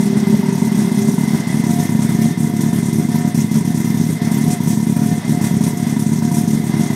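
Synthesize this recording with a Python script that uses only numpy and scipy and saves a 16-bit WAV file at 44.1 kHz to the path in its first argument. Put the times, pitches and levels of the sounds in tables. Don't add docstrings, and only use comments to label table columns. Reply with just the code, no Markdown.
import sys
import numpy as np
from scipy import signal
from scipy.fft import rfft, irfft
from scipy.io import wavfile

SR = 44100
rng = np.random.default_rng(int(sys.argv[2]) if len(sys.argv) > 2 else 0)


def bounce(signal):
    frames = np.transpose(np.atleast_2d(signal))
    limited = np.clip(frames, -1, 1)
    pcm = np.round(limited * 32767).astype(np.int16)
    wavfile.write(sys.argv[1], SR, pcm)


N = 306495


def from_db(db):
    return 10 ** (np.asarray(db) / 20)


def rms_one(x):
    return x / np.sqrt(np.mean(x ** 2) + 1e-20)


def in_time(rows):
    return np.interp(np.arange(N) / SR, *np.transpose(rows))


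def drift(rate_hz):
    r = np.exp(-2 * np.pi * rate_hz / SR)
    noise = rng.standard_normal(N + SR)
    settled = signal.lfilter([1], [1, -2 * r, r * r], noise)[SR:]
    return rms_one(settled)


def coloured(spectrum):
    hz = np.arange(N // 2 + 1) * SR / N + 1
    point_hz, point_db = np.transpose(spectrum)
    gain = from_db(np.interp(np.log(hz), np.log(point_hz), point_db))
    return rms_one(irfft(rfft(rng.standard_normal(N)) * gain, N))


def band_pass(x, order, band_hz):
    return signal.sosfilt(signal.butter(order, band_hz, "band", fs=SR, output="sos"), x)


def resonate(x, hz, width_hz):
    r = np.exp(-np.pi * width_hz / SR)
    feedback = [1, -2 * r * np.cos(2 * np.pi * hz / SR), r * r]
    return signal.lfilter([(1 - r * r) / 2, 0, (r * r - 1) / 2], feedback, x)


def humming(modes):
    total = np.zeros(N)
    for hz, width_hz, level_db in modes:
        once = resonate(rng.standard_normal(N), hz, width_hz)
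        total += from_db(level_db) * rms_one(resonate(once, hz, width_hz))
    return total


def humming_along(modes, near):
    return sum(from_db(above_db + near * (beside_db - above_db)) * humming([(hz, width_hz, 0)])
               for hz, width_hz, above_db, beside_db in modes)


TURN_S = 0.0275
# first_firing_s, last_firing_s, first_thump_db, inner_thump_db, last_thump_db, first_knock_db, first_hiss_db
FIRING_RUNS = [(0.0028, 0.0601, -3.5, -9, -7, -26, -33), (0.0748, 0.1594, -5.5, -7.6, -8, -41, -44),
               (0.1737, 0.23, -3, -12, -5, -27, -36.5), (0.2735, 0.3298, -3, -6, -3.6, -21, -32.5),
               (0.344, 0.3956, -3, -13, -6.5, -24, -38), (0.4362, 0.4884, -6.5, -8.4, -3, -24.5, -36.5),
               (0.529, 0.582, -6, -6, -6.5, -24, -33.5), (0.6236, 0.6782, -3, -8.8, -6, -21, -33.5),
               (0.721, 0.807, -4.8, -7.5, -14, -26, -34.5), (0.793, 0.878, -2.5, -9, -9, -24, -38),
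               (0.92, 0.9773, -4, -9.8, -5.5, -27.5, -32.5), (0.9922, 1.076, -5.5, -6.5, -5.3, -46, -33),
               (1.0894, 1.143, -2.5, -12, -3, -25, -35), (1.1854, 1.2391, -4.5, -5.8, -3.5, -23, -33),
               (1.281, 1.3368, -5.5, -7.5, -4.5, -24, -34.1), (1.35, 1.4027, -2.5, -11.5, -5, -27, -37.5),
               (1.4737, 1.5312, -7, -7.5, -10, -36, -35.3), (1.546, 1.6001, -3.1, -8, -3.8, -29, -36.5),
               (1.6416, 1.6965, -4.8, -5.4, -4.3, -24.5, -32), (1.7092, 1.7901, -5, -5.1, -4.5, -27, -33.5),
               (1.8027, 1.856, -4.5, -6.6, -5.5, -27.5, -31.9),
               (1.8955, 1.9528, -2.5, -6.5, -3.3, -25, -32.5), (1.9946, 2.051, -3.2, -5, -2.5, -26.5, -30),
               (2.0946, 2.151, -3.5, -5.5, -3, -27, -34.5), (2.1915, 2.2461, -2, -3.4, -4.1, -31, -30.5),
               (2.2592, 2.3111, -3.5, -6.5, -7, -31.0, -38), (2.3786, 2.4338, -7, -4, -5.5, -32, -30.5),
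               (2.4474, 2.5005, -3, -7, -5, -29, -41), (2.54, 2.595, -5, -7.1, -5, -31, -33.5),
               (2.611, 2.6921, -8, -4, -4.0, -28.5, -34.5), (2.733, 2.7889, -3.5, -5, -4, -26.0, -30.5),
               (2.8313, 2.888, -3.5, -8, -5.3, -28, -33.2), (2.9315, 2.9871, -4.2, -6.9, -4, -30, -31.5),
               (3.0, 3.0524, -5.5, -8, -5.5, -44, -37.5), (3.0913, 3.1472, -4, -8, -5, -29, -33.5),
               (3.1602, 3.2118, -6, -6.2, -6, -28, -35), (3.2514, 3.2786, -3.5, -5.2, -4.5, -27, -32),
               (3.349, 3.4065, -3.3, -3.5, -15, -30.0, -30.5), (3.392, 3.4462, -6, -7.5, -4, -30, -39.5),
               (3.5167, 3.572, -4.4, -8.5, -9, -33.0, -28.5), (3.559, 3.612, -3.5, -8, -5.5, -24.5, -40),
               (3.652, 3.7059, -7, -4, -5, -30, -33), (3.7485, 3.805, -5.5, -5.9, -6, -30.0, -30),
               (3.848, 3.9051, -4, -6, -3.5, -29, -31.5), (3.947, 4.0027, -4.5, -6.6, -3.5, -28, -33),
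               (4.015, 4.0933, -5.5, -6, -5, -46, -37), (4.1036, 4.1558, -4.5, -8, -12.5, -35, -35.5),
               (4.2206, 4.2758, -3, -6.5, -4.5, -28.5, -31.5), (4.3176, 4.3726, -4.7, -5.5, -4, -32, -30),
               (4.3876, 4.4679, -7, -3.9, -3.5, -31, -35.5), (4.4807, 4.5339, -4.5, -5, -4, -27, -30.5),
               (4.607, 4.6643, -4.5, -6.5, -6.7, -28.0, -33.5),
               (4.677, 4.734, -4.0, -5.5, -5.4, -26.5, -30.5), (4.776, 4.831, -4, -7.5, -4.5, -27.5, -35.0),
               (4.872, 4.9265, -3.5, -4.5, -4.3, -28, -33), (4.9676, 5.0213, -2.5, -4.4, -3, -28, -32.5),
               (5.0354, 5.1167, -5.5, -5, -4.5, -30.0, -33.5), (5.128, 5.1818, -3.5, -11, -6, -42, -39),
               (5.2517, 5.3095, -7.7, -9, -9, -39.0, -38), (5.2967, 5.376, -3, -3.4, -6, -30, -36.5),
               (5.416, 5.4707, -3.5, -4, -6, -28, -29.5), (5.5142, 5.5705, -4.0, -4.5, -3, -30, -35.5),
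               (5.612, 5.6687, -3, -4, -3.5, -29, -29.5), (5.681, 5.7347, -6.5, -10, -7.8, -26.0, -41),
               (5.7745, 5.8299, -7.5, -8.9, -5, -37, -34.3), (5.871, 5.9279, -5, -7.2, -4.5, -28.5, -34),
               (5.9695, 6.0248, -5, -5, -3.9, -28.0, -32.5), (6.0671, 6.1218, -3.8, -6.2, -3.7, -31, -33.5),
               (6.1352, 6.1867, -6, -5.5, -5.2, -30, -34), (6.2263, 6.2792, -4.0, -4, -3, -26.0, -34),
               (6.3181, 6.3726, -3.5, -6, -4, -24, -27), (6.386, 6.439, -3.6, -4.8, -5, -34.0, -34.5),
               (6.48, 6.5352, -4, -6.6, -3.0, -31, -33), (6.55, 6.6021, -3.7, -7, -6.4, -29, -37.5),
               (6.6427, 6.6986, -6.5, -7, -4.5, -30.0, -33.5), (6.7424, 6.7976, -2.5, -6.6, -3.3, -27, -34),
               (6.811, 6.8643, -5, -6.8, -5.5, -32, -33.5), (6.9053, 6.9333, -3, -4.9, -8, -25.0, -31.5)]


def firings():
    inner_late_s, restart_late_s, pause_s = 0.00032, 0.00066, 0.05
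    later_knock_db, hiss_fade_db = -4.0, -3.5
    rows, previous_last = [], 0
    for first, last, first_db, inner_db, last_db, knock_db, hiss_db in FIRING_RUNS:
        along = np.linspace(0, 1, round((last - first) / TURN_S) + 1)
        inner = (along > 0) & (along < 1)
        late = inner_late_s + restart_late_s * (first - previous_last > pause_s)
        times = first + along * (last - first) + late * inner
        thump_db = np.where(inner, inner_db, np.where(along > 0, last_db, first_db))
        rows += zip(times, thump_db, knock_db + later_knock_db * (along > 0), hiss_db + hiss_fade_db * along)
        previous_last = last
    return np.array(sorted(rows)).T


THUMP, KNOCK, GAS = 1, 2, 3


def firing_train(early_s, spread_db=0, level=THUMP):
    rows = firings()
    times, level_db = rows[0], rows[level]
    at = np.clip(((times - early_s) * SR).astype(int), 0, N - 1)
    clicks = np.zeros(N)
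    clicks[at] = from_db(level_db + spread_db * rng.standard_normal(len(times)))
    return clicks


def rise_and_fall(rise_s, fall_s):
    rise, fall = np.exp(-1 / (rise_s * SR)), np.exp(-1 / (fall_s * SR))
    return rise, fall, np.convolve([1, -rise], [1, -fall])


def after_firing(early_s, rise_s, fall_s, steady, spread_db):
    feedback = rise_and_fall(rise_s, fall_s)[2]
    swell = signal.lfilter([1], feedback, firing_train(early_s, spread_db))
    return rms_one(rms_one(swell) + steady)


# start_s, length_s, level_db
PANEL_SWELLS = [(0.535, 0.052, -45), (0.667, 0.03, -48), (1.562, 0.054, -48), (1.652, 0.21, -34),
                (1.916, 0.032, -46), (2.154, 0.053, -44), (2.217, 0.11, -38.5), (2.377, 0.29, -42),
                (2.664, 0.067, -39.5), (2.983, 0.06, -41), (3.083, 0.26, -37), (3.667, 0.052, -41),
                (3.894, 0.031, -47), (3.999, 0.082, -45), (4.165, 0.144, -40.5), (4.418, 0.15, -34),
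                (4.694, 0.045, -41), (4.888, 0.32, -37), (5.309, 0.096, -35), (5.46, 0.038, -42),
                (5.533, 0.045, -41), (5.617, 0.072, -43), (5.727, 0.132, -40), (6.008, 0.054, -40),
                (6.18, 0.33, -35.5), (6.599, 0.05, -42), (6.792, 0.062, -35)]


def panel_swells():
    crest_share, tail_s, faint_db = 0.51, 0.035, -50.5
    t = np.arange(N) / SR
    level = from_db(faint_db)
    for start, length, level_db in PANEL_SWELLS:
        corners = [start, start + crest_share * length, start + length + tail_s]
        level = level + from_db(level_db) * np.sin(np.interp(t, corners, [0, np.pi / 2, np.pi]))
    return level


def panel():
    pitch_hz, waver_hz, gain_db, flicker_db = 711, 4.02, 4.5, 1.2
    cycles = np.cumsum(pitch_hz + waver_hz * drift(14.7)) / SR
    return panel_swells() * from_db(gain_db + flicker_db * drift(25)) * np.sin(2 * np.pi * cycles)


WHINE_PITCHES = [860, 1797, 1990, 2065, 2199, 2547, 3325, 3623]
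# width_hz, above_db, beside_db
WHINE_LEVELS = [(23.148, -24, -25), (17.8, -32, -8), (59.7, -12.5, -11), (54.5, -7.5, -6), (28, -27, -16),
                (25, -20, -27.5), (59.7, -19, -17), (31, -21, -17.5)]
# frequency_hz, level_db
CLATTER_SPECTRUM = [(260, -45), (450, -13), (715, -0.5), (850, -6), (963, -4.5), (1340, -13.5), (2040, -7),
                    (2340, -18), (4500, -17), (5850, -16.5), (9900, -120)]
# time_s, clatter_level_db
ENGINE_LOAD = [(0, -34), (.8, -35.5), (1.2, -34), (1.8, -35), (2.4, -37), (3.5, -38), (4.5, -36.5),
               (5.5, -37), (6.95, -37)]


def engine(near):
    whine_modes = [(hz, *rest) for hz, rest in zip(WHINE_PITCHES, WHINE_LEVELS)]
    parts = coloured(CLATTER_SPECTRUM) + humming_along(whine_modes, near)
    throb = after_firing(early_s=0.0067, rise_s=0.002, fall_s=0.025, steady=9.0, spread_db=3.0)
    level = from_db(in_time(ENGINE_LOAD) + 1.65 * drift(4.2))
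    return level * throb * parts + panel()


# time_s, level_db
GAS_SPITS = [(0.7477, -36), (1.076, -36), (4.5027, -34), (4.705, -38), (5.0594, -36), (5.438, -32)]


def flow():
    rest_db = -43.5
    rise, fall, feedback = rise_and_fall(rise_s=0.0041, fall_s=0.029)
    slugs = firing_train(early_s=0.0058, spread_db=2.0, level=GAS)
    for time, level_db in GAS_SPITS:
        slugs[round(time * SR)] += from_db(level_db)
    gain = TURN_S * SR * (1 - rise) * (1 - fall)
    return signal.lfilter([gain], feedback, slugs) + from_db(rest_db)


# frequency_hz, level_db (per Hz)
HISS_SPECTRUM = [(1410, -51), (2400, -5.5), (2680, -11), (3080, -11), (3410, -4.5), (4420, -9.5),
                 (4860, -7.5), (5810, 1), (6590, -0.5), (7300, -4), (8730, 0.5), (10600, -4.5),
                 (13000, -6.5), (15600, -18)]


def gas():
    puffs = after_firing(early_s=0.0045, rise_s=0.0014, fall_s=0.0072, steady=12.5, spread_db=5.0)
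    hiss = coloured(HISS_SPECTRUM)
    edges_hz = np.geomspace(2000, 19000, 10)
    patchy = np.zeros(N)
    for k, band_hz in enumerate(zip(edges_hz, edges_hz[1:])):
        flare = from_db(2.07 * drift(18.0))
        patchy += (-1) ** k * band_pass(hiss, 2, band_hz) * flare
    return from_db(-2.0) * flow() * puffs * rms_one(patchy)


# pitch_hz, width_hz, above_db, beside_db
BOOM_MODES = [(113.7, 22, -36.5, -37.5), (147.3, 18.5, -32, -38.5), (179.3, 26, -26.5, -30.5),
              (219.6, 21, -30.5, -29.5), (256, 35, -34.5, -34.5), (323.3, 8.4, -37, -38),
              (366.4, 23, -41, -43), (392.6, 4.2, -40, -44), (421.8, 31, -38.5, -41.5),
              (465.4, 26, -51.5, -47.5)]


def garage_boom(near):
    stir = after_firing(early_s=0.0015, rise_s=0.0013, fall_s=0.062, steady=0.44, spread_db=1.0)
    return humming_along(BOOM_MODES, near) * stir


# pitch_hz, width_hz, level_db
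WALL_MODES = [(587, 83, -49.5), (957, 54, -48.5), (1390, 920, -46)]


def wall_rattle():
    return humming(WALL_MODES) * after_firing(early_s=0.0073, rise_s=0.0019, fall_s=0.021, steady=0.36,
                                              spread_db=6)


def overload_bumps():
    times, level_db = firings()[:2]
    close = np.diff(times) < 0.016
    pair_db = (level_db[1:] + level_db[:-1])[close]
    bumps = np.zeros(N)
    bumps[(times[1:][close] * SR).astype(int)] = from_db(1.37 * pair_db - 18.5)
    return signal.fftconvolve(bumps, signal.windows.hann(round(0.0082 * SR)), "same")


def knock(blows, hz, width_hz):
    t = np.arange(SR // 10) / SR
    swell = np.e * np.pi * width_hz * t * np.exp(-np.pi * width_hz * t)
    return signal.fftconvolve(blows, swell * np.sin(2 * np.pi * hz * t))[:N]


def wall_knocks(near):
    blows = firing_train(early_s=0.00702, spread_db=1.5, level=KNOCK)
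    above = knock(blows, hz=930, width_hz=93)
    beside = knock(blows, hz=960, width_hz=74)
    return (1 - near) * above + near * beside


# pitch_hz, signed_gain (at resonance), t60_s
PIPE_ABOVE = dict(band_hz=(178.8, 238.4), echoes=[(.0069, -0.019), (.0179, -0.21), (.0379, 0.15)],
              cavities=[(106.6, 12.5, 0.078), (139.7, 2, 0.21), (306, 0.59, 0.0079), (391.3, 37.5, 0.31),
              (445, -3, 0.02)])
PIPE_BESIDE = dict(band_hz=(151.4, 233.5), echoes=[(.0127, 0.36), (.0188, 0.21), (.029, -0.17),
               (.0359, -.24), (.0464, 0.25)], cavities=[(106, 8, 0.11), (141.15, 2.5, 0.091),
               (328, 3, 0.025), (321.2, 5, 0.37), (396, -5, 0.32), (407.2, -9.5, 0.16)])


def thump(band_hz, echoes, cavities):
    t = np.arange(SR // 2) / SR
    pulse = 1. * (t == 0)
    for delay, share in echoes:
        pulse[round(delay * SR)] += share
    for hz, gain, t60 in cavities:
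        decay = np.log(1000) / t60
        pulse += 2 * gain * decay / SR * np.exp(-decay * t) * np.sin(2 * np.pi * hz * t)
    pulse = band_pass(pulse, 3, band_hz)
    top = np.argmax(pulse)
    return signal.fftconvolve(firing_train(0), pulse / pulse[top])[top:top + N]


def exhaust(near):
    thumps = (1 - near) * thump(**PIPE_ABOVE) + near * thump(**PIPE_BESIDE)
    pipe = from_db(0.46) * thumps + from_db(-1.5) * wall_knocks(near)
    return pipe + garage_boom(near) + wall_rattle() - overload_bumps()


# time_s, nearness (0 above the tail, 1 beside the pipe)
MICROPHONE_PATH = [(0, 0.02), (.9, 0.081), (1.3, 0.62), (1.8, 0.92), (6.95, 0.85)]


def scene():
    near = np.clip(in_time(MICROPHONE_PATH), 0, 1)
    return (engine(near) + gas() + exhaust(near))[None]


def record(dry):
    ceiling, cutoff_hz = 0.85, 15700
    thin = signal.sosfilt(signal.butter(2, 15, "high", fs=SR, output="sos"), dry)
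    rounded = thin / (1 + np.abs(thin / ceiling) ** 4) ** 0.25
    return signal.sosfilt(signal.ellip(12, 0.5, 70, cutoff_hz, fs=SR, output="sos"), rounded)


dry = scene()
out = record(dry)
bounce(out)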